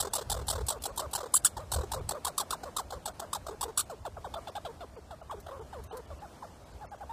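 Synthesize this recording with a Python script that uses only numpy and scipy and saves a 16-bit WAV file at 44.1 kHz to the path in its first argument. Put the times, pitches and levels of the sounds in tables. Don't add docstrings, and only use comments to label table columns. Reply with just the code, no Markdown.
import sys
import numpy as np
from scipy import signal
from scipy.fft import rfft, irfft
from scipy.io import wavfile
from scipy.ndimage import uniform_filter1d

SR = 44100
rng = np.random.default_rng(int(sys.argv[2]) if len(sys.argv) > 2 else 0)


def put_to_file(sound):
    columns = np.atleast_2d(sound).T
    safe = np.clip(columns, -1, 1)
    whole_steps = np.round(safe * 32767)
    wavfile.write(sys.argv[1], SR, whole_steps.astype(np.int16))


def gain_from_db(level_db):
    decades = np.asarray(level_db, float) / 20
    return 10 ** decades


N = 313992
TIME = np.arange(N) / SR
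TOP_HZ = 14850


def along(table):
    return np.interp(TIME, *np.transpose(table))


def colour(x, points):
    hz, db = np.transpose(points)
    size = 4096
    bin_hz = np.arange(size // 2 + 1) * SR / size
    log_gain = np.log(gain_from_db(np.interp(np.log(bin_hz + 1), np.log(hz), db, db[0], db[-1])))
    cepstrum = irfft(log_gain)
    cepstrum[1:size // 2] *= 2
    cepstrum[size // 2 + 1:] = 0
    taps = irfft(np.exp(rfft(cepstrum)))
    return signal.fftconvolve(x, taps / np.sqrt(np.sum(taps ** 2)))[:N]


def walk(rate):
    hold = int(SR / rate)
    steps = np.repeat(rng.standard_normal(N // hold + 1), hold)
    x = uniform_filter1d(uniform_filter1d(steps, hold), hold)[:N]
    return x / x.std()


def window(start, length, rise, fall):
    span = slice(max(int((start - rise) * SR), 0), int((start + length + 2 * fall) * SR))
    t = TIME[span] - start
    return span, np.clip(.5 + t / rise, 0, 1) * np.clip(.5 + (length - t) / fall, 0, 1)


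FIRST_BEAT_S, FIRST_OPEN_S, BEAT_S, SCOOP = .0175, .013, .025, .82


def chuck(s, length, top_hz, voice_db, rasp_db, hoarse, fade_db, bend, drop_db, rasp_fade_db, rasp_bend):
    rest_hz, sag, sag_bend = 400, .48, .74
    pulse_lift, shut_s = .048, .006
    beats = max(2, round((length - FIRST_BEAT_S) / BEAT_S))
    long = beats > 2
    edge = np.linspace(0, 1, beats + 1)
    hz = top_hz * (rest_hz / top_hz if long else sag) ** edge ** sag_bend
    from_hz, to_hz = hz[:-1].copy(), hz[1:].copy()
    if long:
        step_hz = np.sqrt(from_hz * to_hz)[1:]
        from_hz[1:] = step_hz * (1 - pulse_lift)
        to_hz[1:] = step_hz * (1 + pulse_lift)
    beat = (length - FIRST_BEAT_S) / beats
    count = np.arange(beats)
    spent = (FIRST_BEAT_S + beat * (count + .5)) / length
    first = (s, FIRST_OPEN_S, SCOOP * top_hz, top_hz, voice_db, rasp_db)
    rest = np.c_[s + FIRST_BEAT_S + beat * count, np.full(beats, beat - shut_s * long), from_hz, to_hz,
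                 voice_db + fade_db * spent ** bend, rasp_db + drop_db + rasp_fade_db * count ** rasp_bend]
    return np.c_[np.vstack([first, rest]), np.full(beats + 1, hoarse)]


# (t/s, length/s, top f/Hz, voice level/dB, rasp level/dB)
CHATTER = [
    (-.0175, 0.11, 803, -35.5, -27),
    (0.1334, .105, 903, -37, -30),
    (.297, .139, 901.5, -38, -31),
    (0.481, .15, 860, -37, -29.5),
    (1.1314, .152, 956, -37.5, -32),
    (1.7163, .14, 880, -37.5, -30.5),
]


def chatter():
    return [chuck(*c, hoarse=.48, fade_db=-6, bend=3, drop_db=-.85, rasp_fade_db=-11, rasp_bend=.5)
            for c in CHATTER]


# (t/s, length/s, top f/Hz, voice level/dB, rasp level/dB)
BREAKING = [(.683, .034, 961.6, -37.5, -27), (0.7183, .012, 695.4, -38, -41),
            (.836, 0.014, 695, -46, -34.5), (0.8528, 0.018, 788, -36.5, -33.5),
            (0.9741, .04, 1000, -37.5, -32), (1.352, .012, 1716, -57.5, -23), (1.364, .014, 1767, -40, -25),
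            (1.5665, .022, 915, -38.5, -47), (1.9157, .04, 980, -37, -33.5), (2.0894, .038, 950, -37, -33),
            (2.632, .016, 809, -37.5, -48), (2.9033, .038, 800, -40, -45), (3.0552, .015, 904, -38.5, -36),
            (3.074, .016, 740.6, -38, -41.5), (3.1953, .013, 879.5, -38.5, -38.5),
            (3.4644, .038, 750, -40.5, -44), (3.609, .039, 1100, -39, -31),
            (4.3381, .013, 930, -37.5, -41.5), (5.4634, .041, 800, -44.5, -52.5),
            (5.909, .02, 830, -45, -58)]


def broken(s, length, top_hz, voice_db, rasp_db):
    slip, dive = .87, .55
    if length < BEAT_S:
        return [(s, length, top_hz, slip * top_hz, voice_db, rasp_db, .3)]
    return [(s, FIRST_OPEN_S, SCOOP * top_hz, top_hz, voice_db, rasp_db, .4),
            (s + FIRST_BEAT_S, length - FIRST_BEAT_S, top_hz, dive * top_hz, voice_db + 1, rasp_db - 5.5, .4)]


# (t/s, rasp over voice level/dB)
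BREATH = [
    (3.9, -9),
    (4.25, -15.5),
    (4.55, -5),
    (4.82, -9),
    (5.3, -10),
    (6.1, -21),
]


def note(s, length, start_hz, end_hz, voice_db, settle, arch, fade_db, air_db=0, hoarse=.09):
    parts = max(2, round(length / .012))
    edge = np.linspace(0, 1, parts + 1)
    slide = np.expm1(-settle * edge) / np.expm1(-settle)
    hz = start_hz * (end_hz / start_hz) ** slide * (1 + arch * np.sin(np.pi * edge))
    age = length * edge[:-1]
    rasp_db = voice_db + air_db + np.interp(s, *np.transpose(BREATH)) - 30 * (length < .0335)
    rasp_db = rasp_db - 900 * np.maximum(age - .0076, 0)
    return np.c_[s + age, np.full(parts, length / parts), hz[:-1], hz[1:],
                 voice_db + fade_db * age, rasp_db, np.full(parts, hoarse)]


# (t/s, length/s, start f/Hz, end f/Hz, voice level/dB)
GRUMBLES = [(.7313, .051, 579.4, 330.1, -43), (.875, 0.046, 408.2, 539, -42),
            (1.0175, 0.052, 559.1, 468, -39.5), (1.5896, 0.058, 483.3, 530.5, -43.5),
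            (1.9588, 0.059, 497.9, 340, -40), (2.1326, 0.058, 519.3, 420.5, -39.5),
            (2.6533, .046, 521.9, 418.3, -43), (2.9403, 0.048, 509.5, 434, -45.5),
            (3.5065, 0.047, 359.9, 400, -44.5), (3.6511, 0.025, 400, 420, -42),
            (3.6787, 0.034, 370, 379.6, -42), (3.09, .02, 598, 640.6, -43),
            (3.2135, 0.043, 601, 499.3, -41.5), (4.3547, .042, 580.3, 510.6, -38.5),
            (5.361, 0.045, 350, 350, -50), (5.5077, .08, 468.9, 479.7, -42.5),
            (5.5921, .04, 378.8, 400, -47), (5.9293, .082, 400, 440, -42.5)]


def grumbles():
    return [note(*c, settle=-.8, arch=.22, fade_db=-89, air_db=-6.5, hoarse=.27) for c in GRUMBLES]


# (t/s, length/s, top f/Hz, voice level/dB, rasp level/dB)
YELPS = [
    (1.338, .014, 1410, -31.5, -21.5),
    (1.4464, .021, 1851, -32, -20.5),
    (1.4673, .016, 1450, -49, -39),
    (3.774, 0.0134, 1520, -35.5, -24),
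    (3.789, 0.02, 1600, -39, -27.5),
    (3.809, 0.015, 1450, -46, -45),
]


def yelp(s, length, top_hz, voice_db, rasp_db):
    return [(s, length, .72 * top_hz, top_hz, voice_db, rasp_db, .16)]


# (t/s, length/s, top f/Hz, voice level/dB, rasp level/dB)
SCOLDING = [
    (2.2469, 0.064, 1104, -34, -29),
    (2.3782, 0.062, 1231, -35, -27),
    (2.505, 0.056, 1400, -34.5, -31.5),
    (2.7641, 0.06, 1302, -35, -30.5),
    (3.329, .054, 1222, -36, -32),
]


def scolding():
    return [chuck(*c, hoarse=.3, fade_db=-16.5, bend=3, drop_db=-8, rasp_fade_db=-24, rasp_bend=.3)
            for c in SCOLDING]


# (t/s, length/s, start f/Hz, end f/Hz, voice level/dB)
FALLING = [
    (3.896, .054, 775, 390.5, -41),
    (4.0504, .036, 914, 444.7, -37),
    (4.167, .023, 791.4, 480.4, -41.5),
    (4.2432, .037, 977, 440, -39),
    (4.4701, .036, 878.5, 457.5, -41),
    (4.6491, .034, 809.6, 480.8, -39),
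    (4.9635, .033, 539.4, 384.2, -47),
    (5.2126, .021, 765.4, 520.6, -46.5),
    (5.308, .052, 1192, 331.1, -40.5),
    (6.4235, .037, 1037, 563, -43.5),
]


def falling():
    return [note(*c, settle=.206, arch=.00992, fade_db=-110) for c in FALLING]


# (t/s, length/s, start f/Hz, end f/Hz, voice level/dB)
ROUNDED = [
    (4.5514, .038, 733.7, 600, -38),
    (4.8053, 0.047, 704.3, 374, -43),
    (6.2184, .048, 760, 570, -45.5),
]


def rounded():
    return [note(*c, settle=.306, arch=.3, fade_db=-63.5) for c in ROUNDED]


# (t/s, length/s, start f/Hz, end f/Hz, voice level/dB)
SETTLING = [
    (4.6844, .033, 481.2, 439.6, -45),
    (5.1063, 0.046, 900, 592.6, -45),
    (5.727, .083, 950, 421, -43.5),
    (6.1016, 0.037, 700, 530, -45.5),
]


def settling():
    return [note(*c, settle=2.2, arch=.01006, fade_db=-60) for c in SETTLING]


# (t/s, length/s, start f/Hz, end f/Hz, voice level/dB)
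ARCHED = [
    (5.295, .012, 902.6, 1190, -44),
    (6.809, .049, 808, 529.4, -45.5),
    (6.915, .04, 793, 525, -45),
    (7.005, .041, 784, 500, -44.5),
    (7.0929, 0.039, 869, 700, -42),
]


def arched():
    return [note(*c, settle=-2.3, arch=.14, fade_db=-11) for c in ARCHED]


def calls():
    rows = np.vstack(chatter() + [broken(*c) for c in BREAKING] + grumbles() + [yelp(*c) for c in YELPS]
                     + scolding() + falling() + rounded() + settling() + arched())
    return rows[np.argsort(rows[:, 0])].T


OVERTONES_DB = [3, -6, -26, -31.5]
# (f/Hz, level/dB per Hz)
THROAT = [(250, -26.5), (380, -0.5), (600, -4), (1100, 1.5), (1500, -5), (1900, -15.5), (2600, -30.5)]
# (f/Hz, level/dB per Hz)
SOFT_RASP = [(2200, -25.5), (2900, -9.5), (3700, 1.5), (4700, -3), (6200, -6.5), (8000, 0), (10000, -13.5),
             (12800, -12.5), (14500, -9)]
# (f/Hz, level/dB per Hz)
FORCED_RASP = [(1410, -43.5), (2400, -33), (3240, -17.5), (4680, -20), (5660, -18), (6310, -24), (6970, -6),
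               (8310, -1), (9040, -14), (10100, -2.5), (12300, -18), (12600, -22), (15000, -15.5)]
# (f/Hz, level/dB per Hz)
CLOSED_RASP = [(1900, -16.5), (2500, -8.5), (3600, 3.5), (4400, -6.5), (6000, -16.5), (15000, -31.5)]
# (t/s, closure 0-1)
LIPS = [
    (3.85, 0),
    (4.2, 0.78),
    (4.9, 0.99),
    (5.2, 0.68),
]


def squirrel():
    soft_db, forced_db = -41.5, -23
    start, length, from_hz, to_hz, voice_db, rasp_db, rough = calls()
    end = start + length
    shut = start[1:] - end[:-1] > .001
    start, end = start + .0015 * np.r_[1, shut], end - .0028 * np.r_[shut, 0]
    voice, rasp, force = np.zeros((3, N))
    for s, d, v, r in zip(start, end - start, voice_db, rasp_db):
        span, gate = window(s, d, rise=.0039, fall=.004)
        voice[span] += gate * gain_from_db(v - 120 * (TIME[span] - s - d / 2))
        span, gate = window(s, d + .002, rise=.0025, fall=.011)
        rasp[span] += gate * gain_from_db(r - 260 * (TIME[span] - s - d / 2))
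        force[span] += gate * np.clip((r - soft_db) / (forced_db - soft_db), 0, 1)

    ends = np.maximum.accumulate(np.ravel([start + .00197, end - .002], "F"))
    hoarse = np.interp(TIME, ends, np.repeat(rough, 2))
    glide_hz = np.interp(TIME, ends, np.ravel([from_hz, to_hz], "F"))
    hz = glide_hz * (1 + .12 * hoarse * walk(350))
    phase = 2 * np.pi * np.cumsum(hz) / SR
    folds = np.zeros(N)
    for k, db in enumerate(OVERTONES_DB, 1):
        folds += gain_from_db(db + np.interp(k * hz, *np.transpose(THROAT))) * np.sin(k * phase)
    folds = folds * np.sqrt(2) * gain_from_db(5.4 * hoarse * walk(270))
    breathy = colour(rng.standard_normal(N), THROAT)

    comb = sum(np.cos(k * phase + k * k / 12) * (k * hz < TOP_HZ) for k in range(2, 24))
    snaps = comb * np.sqrt(4 * hz / SR)
    puffs = rng.standard_normal(N) * (1 + .23 * np.cos(phase))
    windy = np.clip(.08 + hoarse, 0, 1)
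    air = (np.sqrt(1 - windy) * snaps + np.sqrt(windy) * puffs) * gain_from_db(1.77 * walk(500)) * rasp
    force, lips = np.clip(force, 0, 1), np.clip(along(LIPS), 0, 1)
    teeth = (colour(air * np.sqrt((1 - lips) * (1 - force)), SOFT_RASP)
             + colour(air * np.sqrt((1 - lips) * force), FORCED_RASP)
             + colour(air * np.sqrt(lips), CLOSED_RASP))
    return voice * (np.sqrt(1 - .5 * hoarse) * folds + np.sqrt(.8 * hoarse) * breathy) + teeth


def trunks(x, t60=.1, gap=.0042, wet_db=-21):
    t = TIME[:SR // 2]
    tail = rng.standard_normal(len(t)) * gain_from_db(-60 * t / t60) * (t > gap)
    return gain_from_db(wet_db) * signal.fftconvolve(x, tail / np.sqrt(np.sum(tail ** 2)))[:N]


# (t/s, hold/s, buffeting level/dB)
GUSTS = [
    (0, 0.036, -44),
    (0.303, 0.3, -38.5),
    (0.914, 0.087, -50),
    (1.567, 0.0091, -43),
    (1.78, 0.027, -38),
    (1.99, 0.032, -39.5),
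    (2.488, 0.088, -53),
    (4.023, .2, -48.5),
    (5.3, .6, -51),
]


def gusts():
    lull_db, rise, fall = -54, 158, 115
    power = gain_from_db(lull_db) ** 2
    for s, hold, top_db in GUSTS:
        slope_db = np.minimum(rise * (TIME - s), fall * (s + hold - TIME))
        power = power + gain_from_db(top_db + np.minimum(0, slope_db)) ** 2
    return np.sqrt(power)


# (f/Hz, level/dB per Hz)
BUFFET = [(18, -40), (30, -8.5), (70, 5.5), (147, -9), (265, -32.5), (300, -37), (390, -64), (660, -120)]
# (f/Hz, level/dB per Hz)
WOOD = [(88, -33), (150, -1), (459, -6.5), (612, -3), (818, -6.5), (1230, -11.5), (2060, -20.5),
        (8410, -26), (15000, -36.5)]
# (t/s, level/dB)
NEEDLES = [
    (0, 3.5),
    (3, 0),
    (7.12, -1),
]


def wind():
    lumps = colour(rng.standard_normal(N) * gain_from_db(3 * walk(30)), BUFFET) * gusts()
    hiss = colour(rng.standard_normal(N), WOOD) * gain_from_db(-54.5 + along(NEEDLES) + 1.1 * walk(6))
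    return lumps + hiss


# (t/s, peak level/dB)
TICKS = [(.117, -64), (0.469, -35.5), (0.666, -32), (0.821, -35), (.961, -38), (1.112, -41), (2.148, -58),
         (1.321, -51), (5.401, -47), (5.838, -45.5), (5.97, -40)]


def twigs():
    gate = np.zeros(N)
    for s, db in TICKS:
        span, shape = window(s, .008, rise=.003, fall=.017)
        gate[span] += shape * gain_from_db(db - 5)
    return colour(gate * rng.standard_normal(N), [(2500, -2.5), (4500, 4), (9000, 7), (14000, 4.5)])


def scene():
    animal = squirrel()
    return (animal + trunks(animal) + wind() + twigs())[None]


THIN_S = [.095, .8, .91, 1.41, 2.0, 2.14, 3.045, 3.13, 3.855, 4.365, 4.51, 4.96, 5.22, 5.6, 6.07, 6.2,
          6.65, 6.73, 6.97]
# (from t/s, to t/s)
DRY_SPELLS = [
    (5.876, 5.928),
    (6.86, 6.906),
]


def thin_out(x, centre_hz=3000, share=.2, depth_db=-20, lead=180):
    bark_s, bark_hz = 1.354, 6800
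    hz, s, z = signal.stft(np.pad(x, ((0, 0), (lead, 0))), SR, nperseg=1024)
    step, s, hz = s[1], s - lead / SR, hz[:, None]
    gap_odds = share * np.exp(-(np.log(hz / centre_hz + 1e-9) / .38) ** 2)
    treble_odds = np.interp(hz, [1400, 1500, 5000, 9500], [0, .78, .86, 1])
    patches = rng.random((len(hz) // 5 + 1, len(s) // 3 + 1))
    luck = np.kron(patches, np.ones((5, 3)))[:len(hz), :len(s)]
    brief = np.abs(s - np.c_[THIN_S]).min(axis=0) < step / 2
    spell = sum((s > a) & (s < b) for a, b in DRY_SPELLS)
    treble = hz > 1500
    lost_db, kept_db = -11 * brief - 40 * spell, 5 * (brief + spell) * treble
    db = depth_db * (luck < gap_odds) + np.where(luck < treble_odds, lost_db, kept_db)
    db = db + 7 * (luck - .5) * treble
    emptied = (hz > 300) * (hz < bark_hz) * (abs(hz - 3300) > 200)
    db -= 30 * (abs(s - bark_s) < step / 2) * emptied
    return signal.istft(z * gain_from_db(db), SR, nperseg=1024)[1][:, lead:N + lead]


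def low_pass(x):
    return signal.sosfilt(signal.butter(12, 16160, fs=SR, output="sos"), x)


def record(dry):
    top_cut = signal.ellip(8, .2, 45, TOP_HZ, fs=SR, output="sos")
    kept = signal.sosfilt(top_cut, thin_out(dry))
    return low_pass(kept)


dry = scene()
out = record(dry)
put_to_file(out)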